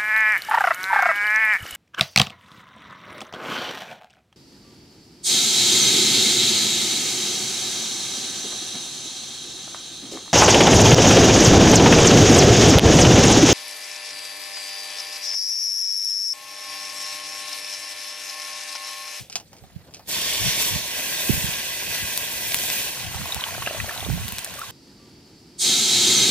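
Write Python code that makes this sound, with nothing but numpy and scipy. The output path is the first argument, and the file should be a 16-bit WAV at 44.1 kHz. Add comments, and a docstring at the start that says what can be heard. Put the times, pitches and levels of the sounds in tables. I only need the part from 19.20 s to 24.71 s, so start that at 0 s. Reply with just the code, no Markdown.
"""Among stones, over a wood fire, water is poured into a very hot iron pan and flashes into steam.
Steam is drifting noise rung by the pan; bubbles are climbing sines, each loud one with a splash.
Droplets and burning wood are filtered noise bursts, and the fire bed is steady patchy noise.
Wind is low rumble in gusts plus single pressure swings, separate on the two microphone ports."""
import sys
import numpy as np
from scipy import signal
from scipy.fft import rfft, irfft
from scipy.io import wavfile
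from scipy.ndimage import uniform_filter1d

SR = 44100
rng = np.random.default_rng(int(sys.argv[2]) if len(sys.argv) > 2 else 0)


def materialize(psi):
    """Save the field psi as 16-bit PCM at rate SR to the path in sys.argv[1].

    A 1-D psi becomes a single channel; in a 2-D psi each row is a channel.
    """
    bounded = np.clip(np.atleast_2d(psi).T, -1, 1)
    quanta = np.round(bounded * 32767).astype(np.int16)
    wavfile.write(sys.argv[1], SR, quanta)


N = 242991  # length in samples

# Flames and open air. Each row: frequency in Hz, relative density in dB.
FIRE_COLOUR = [(30, -31), (100, 9.5), (250, -1), (670, -4.5), (1000, -13.5), (1300, -12.5), (2500, -14),
               (5000, -14), (7000, -18), (15400, -22), (15750, -60)]
FIRE_DB = -52

# Wind rumble. Each row: frequency in Hz, relative density in dB.
BREEZE_COLOUR = [(20, -31), (40, -7), (95, 4), (200, -3), (300, -21), (600, -42.5)]
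# Gusts on the ports. Each row: peak time in seconds, level in dB before the port split,
# left minus right in dB, length in seconds.
GUSTS = [(0.01, -38, 0, 0.035), (0.432, -46.5, -4, 0.083), (0.564, -44, -1, 0.11), (1.259, -33, 19, 0.16),
         (1.53, -36.5, -15, 0.2), (2.133, -30, -4, 0.12), (2.23, -37, -9, .22), (2.697, -43, 7, 0.1),
         (2.837, -37.5, 3, 0.1), (3.3, -50, 2, 0.55), (3.855, -40.5, 4, 0.23), (4, -30, -7, 0.15),
         (4.171, -30, -18, 0.034), (4.385, -41.5, -3, 0.36), (4.617, -35, 16, 0.16),
         (4.934, -24.5, -14, 0.25), (5.059, -34, -21, 0.15), (5.176, -41, 1, 0.05), (5.325, -46, 0, 0.069),
         (5.5, -50, -3, 0.11)]
GUST_RISE = 0.44  # share of the length spent rising
GUST_EDGE_DB, CALM_DB = -16, -62.5  # gust ends under their peak; breeze between gusts
# Hard puffs. Each row: start in seconds, level in dB, pitch in Hz, port (0 left, 1 right), cycles.
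PUFFS = [(2.094, -6.5, 282, 1, 2.1), (2.101, -5, 149, 1, 1.46), (2.136, -18.5, 190, 0, 1.7),
         (2.173, -17, 126, 1, 1.6), (2.241, -12.5, 111, 1, 1.16), (2.284, -21, 140, 1, 1.8),
         (4.888, -11, 164, 1, 0.87), (4.924, -19, 97, 1, 1.4), (5.012, -24, 102, 0, 3.4),
         (0.56, -24.5, 140, 1, 1.7), (1.21, -20.5, 100, 0, 1.9), (1.261, -20, 130, 0, 1.2),
         (1.533, -22.5, 93.5, 0, 2), (1.558, -15.5, 130, 1, 1.1)]

# Droplets bursting on the iron. Each row: start in seconds, level in dB, left minus right in dB,
# treble in dB over the body.
POPS = [(0.875, -22, 0, 12), (2.9762, 0.5, 3, 9), (3.321, -9, 0, -6), (3.3447, 2.5, -1, 0.5),
        (3.365, -16, 4, 13), (3.3877, -10, 0, -10), (3.5014, -6.5, 4, -12), (4.146, -4.5, 5, 10),
        (5.0816, -12, 2, 1), (5.0882, -16, 15, 8), (5.1232, -9.5, 4, 7), (5.1842, -5, 2, 2.5),
        (5.191, -11, 6, 5), (5.2464, -6.5, 3, 12), (5.34, -19, 2, 13), (5.3934, -18.5, 14, 23)]
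# Droplet body. Each row: frequency in Hz, relative density in dB.
POP_BODY = [(300, -24), (700, -5.5), (1300, -11.5), (2300, -0.5), (5500, -0.5), (8000, -4.5), (12000, -29)]
# Droplet treble. Each row: frequency in Hz, relative density in dB.
POP_SPIT = [(3000, -22), (6000, -4), (10000, 0), (14500, -1), (16500, -8)]

# Burning wood snapping. Each row: start in seconds, level in dB,
# treble in dB over a body at full scale (the body is then trimmed to 0.31).
CRACKLES = [(0.098, -30, 8), (0.121, -43, 17), (0.126, -41, 22), (0.155, -14, 8.5), (0.199, -26, 0.5),
            (0.33, -21.5, -11.5), (0.366, -42, 8), (0.384, -49, 13), (0.436, -30, -18), (0.487, -44, -7),
            (0.708, -31, -21), (0.738, -37.5, 13), (0.745, -38, 17), (0.768, -36, 5), (0.794, -21.5, -16)]
# Crackle body. Each row: frequency in Hz, relative density in dB.
WOOD_BODY = [(300, -10), (790, 11), (1100, -1), (1600, -5), (2200, -7), (5000, -17)]
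# Crackle treble. Each row: frequency in Hz, relative density in dB.
WOOD_SNAP = [(1000, -18.5), (2100, -12.5), (2500, -3), (3800, -7), (5200, 0.5), (6100, -3.5), (8000, -6.5),
             (15000, -30), (16000, -41)]
SNAP_RING_S = 0.086  # time for the treble to die by 60 dB

# Steam before the pan colours it. Each row: time in seconds, hiss level in dB,
# fine spray in dB over the hiss.
STEAM = [(0.91, -30, 1.5), (0.98, -28, -0.5), (1.18, -29, 1), (1.3, -24.5, -1), (1.37, -27, 0.5),
         (1.42, -27, 5), (1.5, -30.5, 3.5), (1.55, -30.5, 0), (1.66, -33.5, 1), (1.8, -31, 2),
         (2.02, -31, 3), (2.14, -32.5, 6), (2.38, -32, 1), (2.62, -33.5, 2.5), (2.741, -32, 2),
         (3.2, -35.5, 4.5), (3.34, -33.5, 5), (3.58, -30.5, 4), (3.85, -36, 0), (4.3, -35.5, 0),
         (4.9, -37, 0.5), (5.14, -39, 0.5), (5.51, -40.5, 0)]
# Low boil. Each row: frequency in Hz, relative density in dB.
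BOIL_COLOUR = [(150, 0.5), (300, -9), (500, 4), (1100, 9), (1500, -10), (2000, -28)]
# Hiss. Each row: frequency in Hz, relative density in dB.
HISS_COLOUR = [(1000, -56), (1300, -0.5), (1600, -5.5), (2600, -1), (3600, -1), (5000, -6.5), (6500, -3.5),
               (8500, -70)]
# Fine spray. Each row: frequency in Hz, relative density in dB.
SPRAY_COLOUR = [(5500, -2.5), (7300, 2), (9000, 0.5), (12500, -0.5), (15450, -0.5), (15750, -49)]
LANDS_S, FAINT_DB = 0.857, -36  # the first water touches the iron, this far under full strength
HISS_RISE_S, SPRAY_RISE_S, BOIL_RISE_S = 0.049, 0.033, 0.12
BOIL_DB, BOIL_FALL_DB_PER_S, BOIL_SWELL_DB = -41.5, -1.4, 1  # the boil weakens as the iron cools
MIST_HZ, MIST_GAIN = 11700, 0.67  # above this the spray swings further, by extra dB per dB

# Air resonances of the pan and hollows in the steam's colour. Each row: frequency in Hz, width in Hz, # then
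# lift in dB on the hottest iron, under a puddle, and when full of simmering water.
PAN = [(616, 25, 6.5, 4, -9), (822, 30, -22.5, -16, -12), (1106, 58, 7, 5, 8), (1241, 194, -13, -16, -9),
       (1398, 89, -11, -5.5, -0.5), (1613, 79, -5, 7, 5), (2000, 58, -6, 8, 7.5),
       (2122, 96, 0.5, -5.5, -5.5), (2510, 240, 0, 5.5, 2), (3270, 31, 5, 7, -3), (3555, 83, 9, 3, -3.5),
       (4477, 93, 9, 6.5, 4), (5080, 280, 1, -1, -6.5), (5680, 420, 5, 2.5, -0.5), (7260, 210, 2.5, -3, -4)]
# Water gathering in the pan. Each row: time in seconds, state (0 dry, 1 puddle, 2 full).
FILL = [(1.5, 0), (1.75, 1), (3.7, 1), (3.95, 2)]

# Port likeness of the noise beds. Each row: frequency in Hz, left-right likeness from 0 to 1.
LIKENESS = [(200, 1), (500, 0.95), (1000, 1), (1250, 0.14), (1700, 0.86), (3000, 0.52), (6000, 0.37),
            (9000, 0.19), (15000, 0.12)]
# Port balance of the noise beds. 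Each row: frequency in Hz, left minus right in dB.
TILT = [(200, 0.5), (1300, -1), (3500, -2), (8000, -0.5), (15000, 2.5)]
LEAD_S = 6.5e-5  # the pan's sound reaches the left port first

# Loud bubbles. Each row: start in seconds, level in dB, starting pitch in Hz,
# length in cycles of that pitch (at least 2 are played).
BUBBLES = [(3.945, -23.5, 800, 4.4), (4.016, -28, 1290, 9), (4.056, -26, 985, 12), (4.091, -28, 600, 8.1),
           (4.103, -29.5, 980, 12), (4.122, -16, 3600, 49), (4.165, -25, 810, 9), (4.195, -27, 980, 12),
           (4.209, -20, 3630, 27), (4.218, -27, 950, 19), (4.239, -9.5, 3000, 11.4), (4.264, -29, 850, 9.8),
           (4.285, -28, 945, 23), (4.308, -27, 1820, 12), (4.348, -27, 1440, 15), (4.38, -23.5, 620, 4),
           (4.422, -19.5, 1030, 9.1), (4.424, -23, 2710, 16), (4.462, -17.5, 2570, 25),
           (4.472, -16, 650, 4.7), (4.474, -18.5, 1480, 10), (4.474, -20, 2600, 18), (4.498, -25, 2650, 35),
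           (4.509, -23.5, 584, 11), (4.547, -24.5, 595, 14), (4.569, -29, 920, 12), (4.601, -18, 1830, 22),
           (4.601, -18, 2430, 21), (4.642, -29, 674, 6.8), (4.693, -17.5, 1650, 18),
           (4.709, -24.5, 1040, 6), (4.762, -31, 825, 8), (4.777, -21.5, 3700, 23), (4.784, -29, 885, 5.5),
           (4.805, -21.5, 3300, 25), (4.827, -25.5, 680, 8.2), (4.848, -21.5, 3380, 21),
           (4.863, -27.5, 440, 7.2), (4.899, -23, 660, 2.6), (5.263, -30.5, 1620, 14),
           (5.387, -31, 1125, 41), (5.415, -24, 1290, 29), (5.433, -30, 1060, 27)]
# Small bubbles. Each row: time in seconds, bubbles a second.
SIMMER = [(3.6, 0.81), (3.75, 34), (4.0, 210), (4.85, 190), (5.0, 17), (5.5, 39)]
# Bubble splash. Each row: frequency in Hz, relative density in dB.
SPLASH_COLOUR = [(250, -21), (600, -18), (1500, -3.5), (2700, -18.5), (3500, -12), (6000, -39)]
SPLASH_DB, SPLASH_DB_PER_OCTAVE = -8, -5.5  # over a 1 kHz plop; larger, lower bubbles splash more


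def gain_of(db):
    """Decibels to amplitude."""
    return 10 ** (np.asarray(db) / 20)


def evened(x):
    """Scaled to rms 1."""
    return x / np.sqrt(np.mean(x ** 2) + 1e-20)


def read(points, hz):
    """A table read on a log-frequency axis."""
    f, value = np.transpose(points)
    return np.interp(np.log(hz + 1), np.log(f + 1), value)


def add(mix, s, sound):
    """Mixes a sound in at s seconds."""
    part = mix[..., round(s * SR):][..., :sound.shape[-1]]
    part += sound[..., :part.shape[-1]]


def coloured(x, spectrum):
    """Filters x by a spectrum table, rms 1."""
    hz = np.fft.rfftfreq(x.shape[-1], 1 / SR)
    return evened(irfft(rfft(x) * gain_of(read(spectrum, hz)), x.shape[-1]))


def drift(rate_hz, channels=1):
    """Slow chance of rms 1: noise smoothed twice."""
    span = max(int(SR / rate_hz / 2), 2)
    noise = rng.standard_normal((channels, N))
    return evened(uniform_filter1d(uniform_filter1d(noise, span), span))


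def pair_noise(spectrum, patchy_db, flicker_db):
    """Random short-time spectra as two ports hear them, with drifting patches and wide flicker."""
    frames, hz = N // 128 + 5, np.fft.rfftfreq(512, 1 / SR)
    a, b, c, d, patches, flicker = rng.standard_normal((frames, 257, 6)).T
    # axis 0 is frequency, axis 1 is time: patches are narrow and slow, flicker wide and quick
    patches = evened(uniform_filter1d(uniform_filter1d(patches, size=7, axis=0), size=24, axis=1))
    flicker = evened(uniform_filter1d(uniform_filter1d(flicker, size=90, axis=0), size=3, axis=1))
    same = np.clip(read(LIKENESS, hz), 0, 1)[:, None]
    left = a + 1j * b
    right = same * left + np.sqrt(1 - same ** 2) * (c + 1j * d)
    right = right * np.exp(-2j * np.pi * hz * LEAD_S)[:, None]
    tilt = gain_of(read(TILT, hz) / 2)[:, None]
    level_db = read(spectrum, hz)[:, None] + patchy_db * patches + flicker_db * flicker
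    z = np.array([left * tilt, right / tilt]) * gain_of(level_db)
    return evened(signal.istft(z, nperseg=512, noverlap=384)[1][:, :N])


def burst(spectrum, ring_s, tick):
    """One sharp push and a dying puff of noise, through a causal filter of the given colour; peak 1."""
    t = np.arange(4096) / SR
    push = rng.standard_normal(4096) * gain_of(-60 * t / ring_s) + tick * (t == 0)
    cepstrum = irfft(np.log(gain_of(read(spectrum, np.fft.rfftfreq(4096, 1 / SR)))))
    # folding the cepstrum onto positive times gives the minimum-phase response
    cepstrum[1:2048] *= 2
    cepstrum[2049:] = 0
    x = irfft(rfft(push) * np.exp(rfft(cepstrum)))
    return x / abs(x).max()


def among_stones(x, lead_s, wet_db, t60):
    """The right port hears a moment later; the stones scatter a short tail, different per port."""
    hz = np.fft.rfftfreq(N, 1 / SR)
    late = irfft(rfft(x) * np.exp(-2j * np.pi * hz * np.array([[0], [lead_s]])), N)
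    t = np.arange(4000) / SR
    signs = rng.choice([-1., 1.], (2, 4000))
    sparse = rng.random((2, 4000)) < .3
    taps = signs * sparse * gain_of(-60 * t / t60) * (t > .001)
    tail = signal.fftconvolve(late, taps / np.linalg.norm(taps[0]), axes=1)[:, :N]
    return late + gain_of(wet_db) * tail


def fire():
    """Flames and open air: a steady bed of noise with patchy, flickering colour."""
    return gain_of(FIRE_DB) * pair_noise(FIRE_COLOUR, patchy_db=2.5, flicker_db=2.0)


def wind():
    """Lumpy rumble in gusts, unrelated on the two ports, and single hard puffs."""
    t = np.arange(N) / SR
    power = gain_of(2 * CALM_DB) * np.ones((2, N))
    for s, db, pan_db, length in GUSTS:
        away = np.where(t < s, (s - t) / GUST_RISE, (t - s) / (1 - GUST_RISE)) / length
        ratio = gain_of(pan_db)
        ports = 2 * np.array([[ratio], [1]]) / np.sqrt(1 + ratio ** 2)
        power = power + (ports * gain_of(db + GUST_EDGE_DB * away ** 1.11)) ** 2
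    breeze = coloured(rng.standard_normal((2, N)), BREEZE_COLOUR)
    rumble = evened(breeze * gain_of(2.2 * drift(rate_hz=30, channels=2)))
    out = np.sqrt(power) * rumble
    for s, db, hz, port, cycles in PUFFS:
        u = np.arange(0, 1, hz / cycles / SR)
        swing = np.sin(2 * np.pi * cycles * u ** 1.03)  # quickens very slightly
        swell = np.sin(np.pi * u ** 0.68) ** 1.13
        add(out[int(port > .5)], s, -gain_of(db) * swing * swell)
    return out


def pop(treble_db):
    """A bursting droplet: a dull body and a thin spit, peak 1."""
    body = burst(POP_BODY, ring_s=.008, tick=9)
    x = body + gain_of(treble_db) * burst(POP_SPIT, ring_s=.006, tick=4.5)
    return x / abs(x).max()


def pops():
    """A sizzle dying at the start, the single droplets, and a random spatter that follows the hiss."""
    out = np.zeros((2, N))
    for s, db, pan_db, treble_db in POPS:
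        add(out, s, gain_of(db + np.array([[pan_db], [-pan_db]]) / 2) * pop(treble_db))
    sizzle_body = gain_of(-32.5) * burst(POP_BODY, ring_s=0.21, tick=0)
    sizzle_treble = gain_of(-32) * burst(POP_SPIT, ring_s=0.22, tick=0)
    add(out, 0, sizzle_body + sizzle_treble)
    level = gain_of(np.interp(np.arange(N) / SR, *np.transpose(STEAM)[:2], left=-120))
    size = gain_of(3.5 * np.minimum(rng.exponential(1, N), 3.2))
    hits = size * (rng.random(N) < 130 / SR)  # about 130 a second
    return out + gain_of(7) * level * signal.oaconvolve(hits, pop(-3))[:N]


def crackles():
    """Burning wood snaps: each has a bright crack and a longer wooden body."""
    out = np.zeros(N)
    for s, db, treble_db in CRACKLES:
        crack = gain_of(treble_db) * burst(WOOD_SNAP, SNAP_RING_S, tick=13.6)
        body = 0.31 * burst(WOOD_BODY, 1.37 * SNAP_RING_S, tick=9.0)
        add(out, s + 0.00102, gain_of(db) * (crack + body))
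    return out


def in_pan(x):
    """The pan colours the steam; its resonances change as water gathers in it."""
    hz = np.fft.rfftfreq(N, 1 / SR)
    fill = np.interp(np.arange(N) / SR, *np.transpose(FILL))
    f, width, *lifts = np.transpose(PAN)
    shapes = 1 / (1 + (2 * (hz[:, None] - f) / width) ** 2)
    out = 0
    for state, lift_db in enumerate(lifts):
        share = np.maximum(1 - abs(fill - state), 0)  # crossfade between neighbouring states
        out = out + share * irfft(rfft(x) * gain_of(shapes @ lift_db), N)
    return out


def steam():
    """Hiss and spray follow the flashing water over a slowly weakening boil, silent until it lands."""
    s, hiss_db, spray_db = np.transpose(STEAM)
    t = np.arange(N) / SR

    def landing(rise_s):
        """Silence, then a climb from faint to full strength."""
        return (t > LANDS_S) * gain_of(FAINT_DB * np.clip(1 - (t - LANDS_S) / rise_s, 0, 1))

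    hiss = gain_of(np.interp(t, s, hiss_db))
    spray = gain_of(np.interp(t, s, hiss_db + spray_db))
    swell_db = BOIL_SWELL_DB * drift(rate_hz=8.5)
    boil = gain_of(BOIL_DB + BOIL_FALL_DB_PER_S * (t - LANDS_S) + swell_db)
    fine = pair_noise(SPRAY_COLOUR, patchy_db=0.6, flicker_db=1.3)
    mist = signal.sosfiltfilt(signal.butter(4, MIST_HZ, "high", fs=SR, output="sos"), fine)
    mist_db = MIST_GAIN * (np.interp(t, s, spray_db) - spray_db.mean())
    fine = fine + (gain_of(mist_db) - 1) * mist
    surge = gain_of(.5 * drift(rate_hz=12))  # the stream wobbles
    hiss = landing(HISS_RISE_S) * hiss * pair_noise(HISS_COLOUR, patchy_db=1.5, flicker_db=0.84)
    spray = landing(SPRAY_RISE_S) * spray * fine
    boil = landing(BOIL_RISE_S) * boil * pair_noise(BOIL_COLOUR, patchy_db=1.0, flicker_db=1.7)
    return in_pan(surge * (hiss + spray + boil))


def bubble(hz, cycles, rise):
    """A dying sine whose pitch climbs as the bubble nears the surface."""
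    u = np.arange(0, 1, hz / cycles / SR)
    tone = np.sin(2 * np.pi * cycles * (u + rise * u * u))
    return tone * np.exp(-4.2 * u) * (1 - np.exp(-u / 0.042)) * 1.5


def bubbles():
    """The loud plops, each with a brief splash, and a random simmer of small ones."""
    out = np.zeros(N)
    for s, db, hz, cycles in BUBBLES:
        splash_db = SPLASH_DB + SPLASH_DB_PER_OCTAVE * np.log2(hz / 1e3)
        add(out, s, gain_of(db) * bubble(hz, max(cycles, 2), rise=0.11))
        add(out, s + 0.00086, gain_of(db + splash_db) * burst(SPLASH_COLOUR, ring_s=0.04, tick=1.7))
    rate = np.interp(np.arange(N) / SR, *np.transpose(SIMMER), left=0)
    chance, size, pick, lasts = rng.random((N, 4)).T
    for i in np.flatnonzero(chance < rate / SR):
        db = -38.5 - 2.9 * np.log(size[i] + 0.089)
        hz = 550 * 6.5 ** pick[i] ** 1.6  # favours the low end of 550 to 3575 Hz
        add(out, i / SR, gain_of(db) * bubble(hz, cycles=6 + 14 * lasts[i], rise=0.14))
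    return out


def scene():
    """Everything at the two ports."""
    near = among_stones(bubbles() + crackles(), LEAD_S, wet_db=-13, t60=.06)
    # droplets fly out towards the middle
    spits = among_stones(pops(), lead_s=2.5e-5, wet_db=-14, t60=.04)
    return near + spits + steam() + wind() + fire()


def record(dry):
    """The microphone drops the deepest bass; then the band limit at 16.4 kHz."""
    thin = signal.sosfilt(signal.butter(3, 42, "high", fs=SR, output="sos"), dry)
    lowpass = signal.firwin(511, 16400, window=("kaiser", 9), fs=SR)
    return signal.oaconvolve(thin, lowpass[None], "same")


dry = scene()
out = record(dry)
materialize(out)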